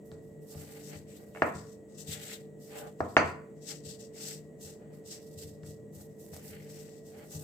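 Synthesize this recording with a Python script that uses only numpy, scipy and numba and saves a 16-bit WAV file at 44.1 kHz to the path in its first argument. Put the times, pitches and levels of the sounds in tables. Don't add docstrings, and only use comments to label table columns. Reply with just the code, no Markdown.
import sys
import numpy as np
from scipy import signal
from scipy.fft import rfft, irfft
from scipy.io import wavfile
from scipy.ndimage import uniform_filter1d
from numba import njit

SR = 44100
rng = np.random.default_rng(int(sys.argv[2]) if len(sys.argv) > 2 else 0)


def undo_db(level):
    steps = np.asarray(level, float) / 20
    return 10 ** steps


def bounce(signal):
    frames = np.transpose(np.atleast_2d(signal))
    limited = np.clip(frames, -1, 1)
    pcm = np.round(limited * 32767).astype(np.int16)
    wavfile.write(sys.argv[1], SR, pcm)


N = 327663
T = np.arange(N) / SR
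SLOW = T[::32]
RIGHT_LAG_MS = 0.09

# frequency in Hz, relative level in dB, t60 in seconds, left minus right in dB.
BOARD_MODES = [(279, -10.5, 0.12, 2.5), (359, -15.5, 0.14, -5), (393, -18.5, 0.024, -6.5),
               (552.7, 4.5, 0.11, -2.5), (600.3, 13, 0.065, -2.5), (734.3, 5.5, 0.11, 0),
               (813.6, 14.5, 0.04504, 3), (1006, -10.5, 0.36, 6.5), (1047, -2, 0.021, -3.5),
               (1197, 4, 0.04, 2.5), (1466, 19.5, 0.0061, -1.5), (1500, -2.5, 0.017, -35),
               (1680, 9, 0.033, 13.5), (1780, 17.5, 0.021, -4), (2239, 2, 0.089, -10),
               (2166, 0.5, 0.065, 10), (2630, -10.5, 0.013, -18), (2650, -14, 0.044, -4),
               (3050, -8, 0.0084, 10.5), (3700, -24, 0.011, -8.5)]


def level(x, db):
    return x * undo_db(db) / np.sqrt(np.mean(x ** 2))


def colour(x, points):
    hz, db = np.transpose(points)
    f = np.fft.rfftfreq(x.shape[-1], 1 / SR) + 1
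    gain = undo_db(np.interp(np.log(f), np.log(hz), db))
    return irfft(rfft(x) * gain, x.shape[-1])


def walk(rate_hz):
    hold = int(SR / rate_hz)
    steps = np.repeat(rng.standard_normal(N // hold + 1), hold)
    return 1.3 * uniform_filter1d(uniform_filter1d(steps, hold), hold)[:N]


def sides(pan_db):
    return undo_db(np.array([pan_db, -pan_db]) / 2)


def pair(like):
    mid, side = rng.standard_normal((2, N))
    like = np.clip(like, 0, 1)
    return np.sqrt(1 + like) * mid + np.sqrt(1 - like) * side * np.array([[1], [-1]])


@njit
def svf(x, hz, sharp):
    y, band, low, damping = np.empty(len(x)), 0., 0., 1 / sharp
    for i in range(len(x)):
        g = np.tan(np.pi * hz[i] / SR)
        v = (band + g * (x[i] - low)) / (1 + g * (g + damping))
        band, low, y[i] = 2 * v - band, low + 2 * g * v, damping * v
    return y


def ring(hz, gain, t60, push_ms, lag_ms=0, spread_ms=0):
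    # (root of 1 kHz over its
    late_ms = np.array([0, lag_ms])[:, None] + spread_ms * (np.sqrt(1e3 / hz) - .5)
    t = np.maximum(T[:SR // 2] - late_ms[..., None] / 1e3, 0)
    decay = np.exp(-np.log(1000) * t / t60[:, None])
    modes = gain[..., None] * np.sin(2 * np.pi * hz[:, None] * t) * decay
    phase = T[:2048] * 1e3 / push_ms
    push = np.exp(-(phase - 3) ** 2 / 2)
    return signal.fftconvolve(modes.sum(axis=-2), push[None], axes=1)[:, :SR // 2]


def add(out, s, x, peak_db):
    i = int(s * SR)
    out[:, i:i + x.shape[1]] += (x * undo_db(peak_db) / np.abs(x).max())[:, :N - i]


def gestures(s, hold_s, rise_db_s, fall_db_s, round_s):
    lazy_s = 0.15
    hold_s = np.abs(hold_s)
    early = np.maximum(s[:, None] - SLOW, 0)
    late = np.maximum(SLOW - (s + hold_s)[:, None], 0)
    soft = lambda t: np.hypot(t, round_s) - abs(round_s)
    rise = (rise_db_s / (1 + hold_s / lazy_s))[:, None]
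    return undo_db(-np.minimum(rise * soft(early) + fall_db_s * soft(late), 200))


def summed(gains):
    return np.interp(T, SLOW, np.sqrt(np.sum(gains ** 2, axis=0)))


def fridge():
    # frequency in Hz, rms level before panning in dB, waver share (capped at 0.8), left minus right in dB.
    hum_tones = [(151.5, -57.5, 0.93, 6), (203.5, -58.5, 0.33, 2.5), (239, -72, 0.45, -2.5),
                 (294.8, -64, 0.78, 1), (338.7, -67.5, .3, -7.5), (442.5, -54.5, 0.23, -4),
                 (588, -75.5, 0.16, -23), (1925, -83, 0.13, 21.5)]
    out = 0
    for hz, db, waver, pan_db in hum_tones:
        swing = 1 + np.clip(waver, 0, .8) * (walk(14) + 1j * walk(14))
        tone = np.imag(swing * np.exp(2j * np.pi * (hz * T + rng.random())))
        out = out + level(tone, db) * sides(pan_db)[:, None]
    return out


def air():
    # frequency in Hz, relative gain in dB.
    air_colour = [(15, -61.5), (25, -15), (195, -5), (384, -11), (439, -3), (516, -11), (575, -9),
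                  (840, -29), (1560, -46), (1890, -34.5), (2280, -45), (5280, -54), (7920, -36.5),
                  (9320, -52.5), (16000, -51.5)]
    low = colour(pair(0.96), [(400, -16), (1500, -41.0)])
    high = colour(pair(0.66), [(400, -18), (1200, -11.5)])
    return level(colour(low + high, air_colour), -53)


def brushing():
    # time of full speed in seconds, level in dB, hold in
    # seconds, # scrape pitch in Hz, fine flour in dB against the stroke.
    stroke_rows = [(0.061, -70.5, .003, 6090, 6), (0.123, -66.5, .003, 4545, -13),
                   (0.239, -80, 0.074, 5450, 2), (0.43, -75.5, .05, 5850, 5), (0.49, -64.5, .03, 5600, 0.6),
                   (0.513, -59.5, 0.11, 5264, -2), (0.68, -63, 0.2, 4400, 0),
                   (0.84, -56.5, 0.053, 6070, -3), (0.929, -60, 0.05, 4570, -4),
                   (1.088, -62.5, 0.054, 2527, -5.5), (1.166, -71, 0.13, 5310, 2.5),
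                   (1.354, -61.5, 0.11, 2730, -4), (1.49, -68.5, .05, 3493, -4.5),
                   (1.558, -52.5, 0.007, 5050, -14), (1.618, -65, 0.11, 5680, -7),
                   (1.9, -68.5, .02, 7000, -12), (1.95, -64, 0.0069, 5500, -11.5),
                   (1.99, -51.5, 0.019, 6296, -7.5), (2.08, -48.5, 0.016, 3610, -5),
                   (2.12, -44, 0.021, 3506, -6), (2.202, -54, 0.06, 3700, -3),
                   (2.276, -49, 0.062, 3700, -6), (2.615, -65.5, 0.1, 5570, 0),
                   (2.721, -59.5, 0.05, 2740, -2), (2.794, -57, .01, 3050, -1),
                   (2.874, -66, 0.018, 2954, -4), (3.003, -63, .05, 2870, -9),
                   (3.093, -67, 0.094, 5090, -4), (3.192, -58.5, 0.095, 2700, -11.5),
                   (3.57, -76, .04, 6160, -14.5), (3.63, -56.5, .03, 5840, -10),
                   (3.682, -45, 0.027, 5290, -10.5), (3.86, -53, 0.072, 4700, -11),
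                   (4.003, -51.5, 0.0043, 5500, -11.5), (4.15, -58.5, .02, 5800, -7.5),
                   (4.186, -47.5, 0.14, 5220, -8), (4.615, -55, 0.031, 6300, -5.5),
                   (4.66, -51, 0.03, 5567, -9.5), (4.941, -69.5, 0.0018, 4932, 0),
                   (5.065, -55.5, 0.039, 5510, -10.5), (5.117, -46.5, 0.013, 5466, -11),
                   (5.23, -66, 0.11, 5200, -3), (5.39, -52, 0.043, 4910, -5.5),
                   (5.476, -58, 0.02, 5084, -6), (5.641, -68, 0.011, 5556, -11),
                   (5.668, -57.5, .04, 5210, -6.5), (5.952, -61, 0.069, 6400, 1),
                   (6.097, -78.5, 0.043, 5840, 0.5), (6.199, -68.5, 0.17, 6200, 3.5),
                   (6.333, -61.5, 0.08, 5600, -2), (6.447, -58.5, 0.049, 5440, 4),
                   (6.514, -66, 0.13, 5240, 0), (6.701, -59, 0.13, 5550, -1.2),
                   (6.817, -64.5, 0.16, 5300, -7), (7.059, -66, .1, 5770, -4.5),
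                   (7.171, -64.5, .1, 5510, -0.5), (7.315, -52, .05, 6220, -3),
                   (7.399, -57, 0.035, 5800, 2)]
    # time in seconds, left minus right in dB before the offsets below.
    hand_path = [(0, 2), (.6, 0), (.85, 9), (1.3, 4), (2.0, 7), (2.6, 3.5), (3.7, 6), (4.3, 4.5), (5.1, 1),
                 (5.8, -0.5), (6.0, 3), (6.5, 3.5), (6.8, 7.5), (7.2, 1), (7.43, 5.5)]
    # frequency in Hz, relative density in dB per Hz.
    finger_colour = [(1180, -27.5), (2000, -6), (2340, -69), (2600, -1.5), (3180, -5.5), (3590, -1),
                     (4220, -0.5), (5070, 0.5), (6540, 2.5), (8010, 10), (10000, -20.5), (13000, -36.5),
                     (22000, -120)]
    # frequency in Hz, relative density in dB per Hz.
    flour_colour = [(5000, -42.5), (8500, -4), (9610, -8), (12400, -3.5), (15000, -3), (15700, -21.5)]
    s, db, hold_s, hz, flour_db = np.transpose(stroke_rows)
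    strokes = undo_db(db)[:, None] * gestures(s, hold_s, rise_db_s=1100, fall_db_s=241, round_s=.005)
    power = strokes ** 2
    scrape_hz = np.interp(T, SLOW, hz @ power / np.sum(power, axis=0))
    pan_db = np.interp(T, *np.transpose(hand_path))
    grain = undo_db(1.5 * walk(60) + 1.5 * walk(300) + 1.2 * walk(25))
    fingers = level(colour(pair(0.034) * grain, finger_colour), 0)
    flour = level(colour(pair(0.066) * grain, flour_colour), 0)
    scrape = np.array([svf(x, scrape_hz, 3.7) for x in pair(0.097) * grain])
    fingers = fingers + level(scrape * undo_db(2 * walk(30)), -4)
    airy = summed(strokes * undo_db(flour_db)[:, None])
    return summed(strokes) * fingers * sides(pan_db + 1.0) + airy * flour * sides(0.726 * pan_db - 10.0)


def thuds():
    # start in seconds, peak in dB, push length in ms (five sigma).
    thud_rows = [(0.115, -39, 3.4), (0.552, -35.5, 7.5), (0.951, -37, 2.6), (1.418, -36, 7.2),
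                 (1.549, -33, 1.4), (1.687, -56, 4.9), (2.08, -32.5, 3.65), (3.003, -31.5, 9.5),
                 (3.166, -30, 8.3), (3.232, -29.5, 8.4), (3.857, -40.5, 2.3), (4.638, -44, 9.2),
                 (5.357, -39, 5.2), (5.438, -37.5, 5.3), (5.624, -38.5, 1.5), (5.678, -37, 1.7),
                 (5.958, -39, 4.7), (6.321, -37, 4.9), (6.499, -38, 2.7), (7.153, -55, 14),
                 (7.348, -32.5, 2.2)]
    # frequency in Hz, relative level in dB, t60 in seconds.
    counter_modes = [(62.8, -20, .2), (87.3, 4, 0.37), (114.6, -3.5, 1), (154.4, 7, 0.28), (200, -1.5, 0.2),
                     (288.8, -6, 0.077)]
    out = np.zeros((2, N))
    hz, db, t60 = np.transpose(counter_modes)
    gain = undo_db(db) * (-1.) ** np.arange(len(hz))
    for s, peak_db, push_ms in thud_rows:
        thud = ring(hz, gain, t60, max(push_ms / 5, .1))
        add(out, s, thud * sides(3.0)[:, None], peak_db)
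    return out


def knocks():
    # time in seconds (sounds 1 ms later), peak before the high-pass in dB,
    # left minus right in dB, contact sigma in ms, spot on the board 0-1.
    knock_rows = [(0.115, -43.5, 2, 0.044, 0.42), (0.549, -44, 2, 0.15, 0.3),
                  (1.3482, -32.5, -3, 0.05, 0.42), (1.358, -36.5, 0.5, 0.045, 0.32),
                  (1.371, -32, 7, 0.06, 0.4), (1.4193, -4.5, 4.5, 0.1, 0.4), (3.0036, -13.5, 6, 0.17, 0.4),
                  (3.166, 2.5, 2, 0.054, 0.42), (5.633, -44.5, -1, 0.058, 0.4),
                  (6.332, -41.5, -3.5, 0.1, 0.32), (6.364, -40.5, -12, 0.18, 0.42)]
    # frequency in Hz, relative level in dB, t60 in seconds,
    # left minus right in dB.
    pin_modes = [(780, 0.5, 0.016, -18), (1200, -6.5, 0.0096, -1.5), (1650, -11, 0.00067, 2.5),
                 (2400, -4, 0.0087, -13.5), (2672, 6.5, .008, 0.5)]
    # frequency in Hz, relative level in dB, t60 in seconds.
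    glass_modes = [(4340, -5, .05), (4696, -7, 0.076), (4950, -7, .04), (6120, 1, .025), (7050, -7, 0.03)]
    pin_base_db, pin_db_per_ms = 7, 71.5
    rattle_db, rattle_growth, crack_db = -36.5, 2.2, -36
    crack_decay_s, crack_hz = 0.0087, 4700
    radiates_hz = 200
    out, bright = np.zeros((2, 2, N))
    hz, db, t60, pan_db = np.transpose(BOARD_MODES)
    pin_hz, pin_db, pin_t60, pin_pan_db = np.transpose(pin_modes)
    glass_hz, glass_db, glass_t60 = np.transpose(glass_modes)
    t = T[:8192]
    shake_decay = np.exp(-t / 0.0071) + undo_db(-9.5) * np.exp(-t / 0.057)
    shakes = rng.standard_normal((len(knock_rows), 8192)) * shake_decay
    glass = ring(glass_hz, undo_db(glass_db), glass_t60, 0.017) * sides(16)[:, None]
    band = np.full(2048, 1. * crack_hz)
    for (s, peak_db, side_db, contact_ms, spot), shake in zip(knock_rows, shakes):
        push_ms, side = max(contact_ms, .02), sides(side_db)[:, None]
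        shape_db = 5 * np.cos(2 * np.pi * spot * np.sqrt(hz / 60))
        board = ring(hz, undo_db(db + shape_db) * sides(pan_db), t60, push_ms, RIGHT_LAG_MS, spread_ms=1.71)
        pin_gain = -undo_db(pin_db + pin_base_db + pin_db_per_ms * contact_ms) * sides(pin_pan_db)
        pin = ring(pin_hz, pin_gain, pin_t60, push_ms, RIGHT_LAG_MS)
        add(out, s + 0.001024, (board + pin) * side, peak_db)
        crack = svf(svf(rng.standard_normal(2048), band, 1.5), band, 1.5)
        crack = crack * np.exp(-T[:2048] / crack_decay_s)
        add(bright, s + .001, crack * side, peak_db + crack_db)
        rattle = signal.fftconvolve(glass, shake[None], axes=1)
        add(bright, s + 0.0058, rattle, peak_db + rattle_db + rattle_growth * peak_db)
    high_pass = signal.butter(2, radiates_hz, "high", fs=SR, output="sos")
    return signal.sosfilt(high_pass, out), bright


def room(x):
    # frequency in Hz, gain in dB.
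    tail_colour = [(60, -11.5), (180, 0.5), (300, 0), (600, -3.5), (1000, 1.5), (1600, -3), (2300, 7.5),
                   (3000, -2), (3600, -4.5), (5000, 1.5), (12000, -19)]
    bass_t60_s, treble_t60_s = .42, .36
    tail_db = 6
    t = T[:int(.7 * SR)]
    source = (x[0] + np.roll(x[1], -round(RIGHT_LAG_MS * SR / 1e3))) / 2
    noise = rng.standard_normal((2, 2, len(t)))
    shared = colour(noise[0, 0], [(300, 3.5), (900, -23)])
    noise[0, 1] = shared + colour(noise[0, 1], [(300, -4), (900, 0)])
    low = colour(noise[0], [(1500, 1.5), (5000, -29)]) * np.exp(-np.log(1000) * t / bass_t60_s)
    high = colour(noise[1], [(1500, -20.5), (5000, 10)]) * np.exp(-np.log(1000) * t / treble_t60_s)
    echo = (low + high) * np.clip(t / 0.0046, 0, 1)
    echo = echo + 0.065 * echo[::-1]
    echo = echo / np.sqrt(np.sum(echo ** 2) / 2)
    tail = signal.fftconvolve(source[None], echo, axes=1)[:, :N]
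    return undo_db(tail_db) * colour(tail, tail_colour)


def ticks():
    # start in seconds, peak in dB, frequency in Hz, left minus right in dB.
    tick_rows = [(0.1166, -41, 4000, 3.5), (0.5494, -48, 3500, 2.5), (1.9854, -34, 8000, 8.5),
                 (5.6331, -48, 4000, 0.1), (5.664, -38, 9000, 0.6), (6.264, -40, 10000, 4),
                 (6.3654, -30, 8500, 4.5)]
    out = np.zeros((2, N))
    for s, peak_db, hz, pan_db in tick_rows:
        tick = ring(np.array([hz]), np.ones(1), np.array([8 / hz]), push_ms=.012)
        add(out, s, tick * sides(pan_db)[:, None], peak_db)
    return out


def pressing():
    # time of full weight in seconds, rub in dB, hold in seconds, board murmur in dB.
    drag_rows = [(0.137, -81, .003, -64), (0.334, -84, 0.0033, -95), (0.543, -68, .03, -58),
                 (0.62, -64, 0.3, -62), (0.925, -57, 0.029, -56), (1.09, -68, 0.059, -80),
                 (1.21, -71, 0.043, -61.5), (1.9, -84, 0.16, -69), (2.12, -50.5, 0.022, -56),
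                 (2.202, -53.5, 0.071, -61), (2.289, -50.5, 0.043, -59), (2.733, -54, 0.035, -50.5),
                 (2.789, -61, 0.045, -43), (3.695, -57, 0.032, -59.5), (3.907, -81.5, 0.14, -73),
                 (4.211, -59.5, .12, -63.5), (4.674, -68, 0.027, -64), (4.81, -75, 0.015, -62.5),
                 (4.927, -70, 0.037, -61.5), (5.136, -62.5, 0.022, -65.5), (5.43, -68.5, .005, -75),
                 (5.64, -79.5, .02, -72.5), (5.987, -76, .02, -66), (6.351, -65.5, 0.11, -64),
                 (6.502, -57.5, 0.08, -62.5), (6.664, -67, 0.22, -67.5), (6.896, -76, 0.07, -74),
                 (7.152, -64, .08, -58), (7.341, -73, .1, -59)]
    # frequency in Hz, relative density in dB per Hz.
    palm_colour = [(590, -65), (1000, -20.5), (1070, -17.5), (1330, -2.5), (1990, 7), (2350, 2.5),
                   (3160, 0), (3700, -10.5), (4500, -3), (5850, -30.5), (9900, -120)]
    s, rub_db, hold_s, murmur_db = np.transpose(drag_rows)
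    drags = gestures(s, hold_s, rise_db_s=420, fall_db_s=220, round_s=0.0032)
    slip = undo_db(2 * walk(40) + 2 * walk(200))
    hz, db, t60, _ = np.transpose([mode for mode in BOARD_MODES if 600 < mode[0] < 1600])
    murmur = signal.fftconvolve(pair(0.093) * slip, ring(hz, undo_db(db), t60, 0.1), axes=1)[:, :N]
    rub = level(colour(pair(0.033) * slip, palm_colour), 0) * sides(1.0)[:, None]
    rub_gain = summed(undo_db(rub_db)[:, None] * drags)
    murmur_gain = summed(undo_db(murmur_db)[:, None] * drags)
    return rub_gain * rub + murmur_gain * level(murmur, 0)


def scene():
    wood, bright = knocks()
    hits = wood + ticks() + 0.35 * bright
    return hits + bright + room(hits) + thuds() + brushing() + pressing() + fridge() + air()


def low_pass(x):
    return signal.sosfilt(signal.butter(12, 16510, fs=SR, output="sos"), x)


def record(dry):
    heard = signal.sosfilt(signal.butter(2, 80, "high", fs=SR, output="sos"), dry)
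    heard = heard / (1 + np.abs(heard / .95) ** 4) ** .25
    return low_pass(heard)


dry = scene()
out = record(dry)
bounce(out)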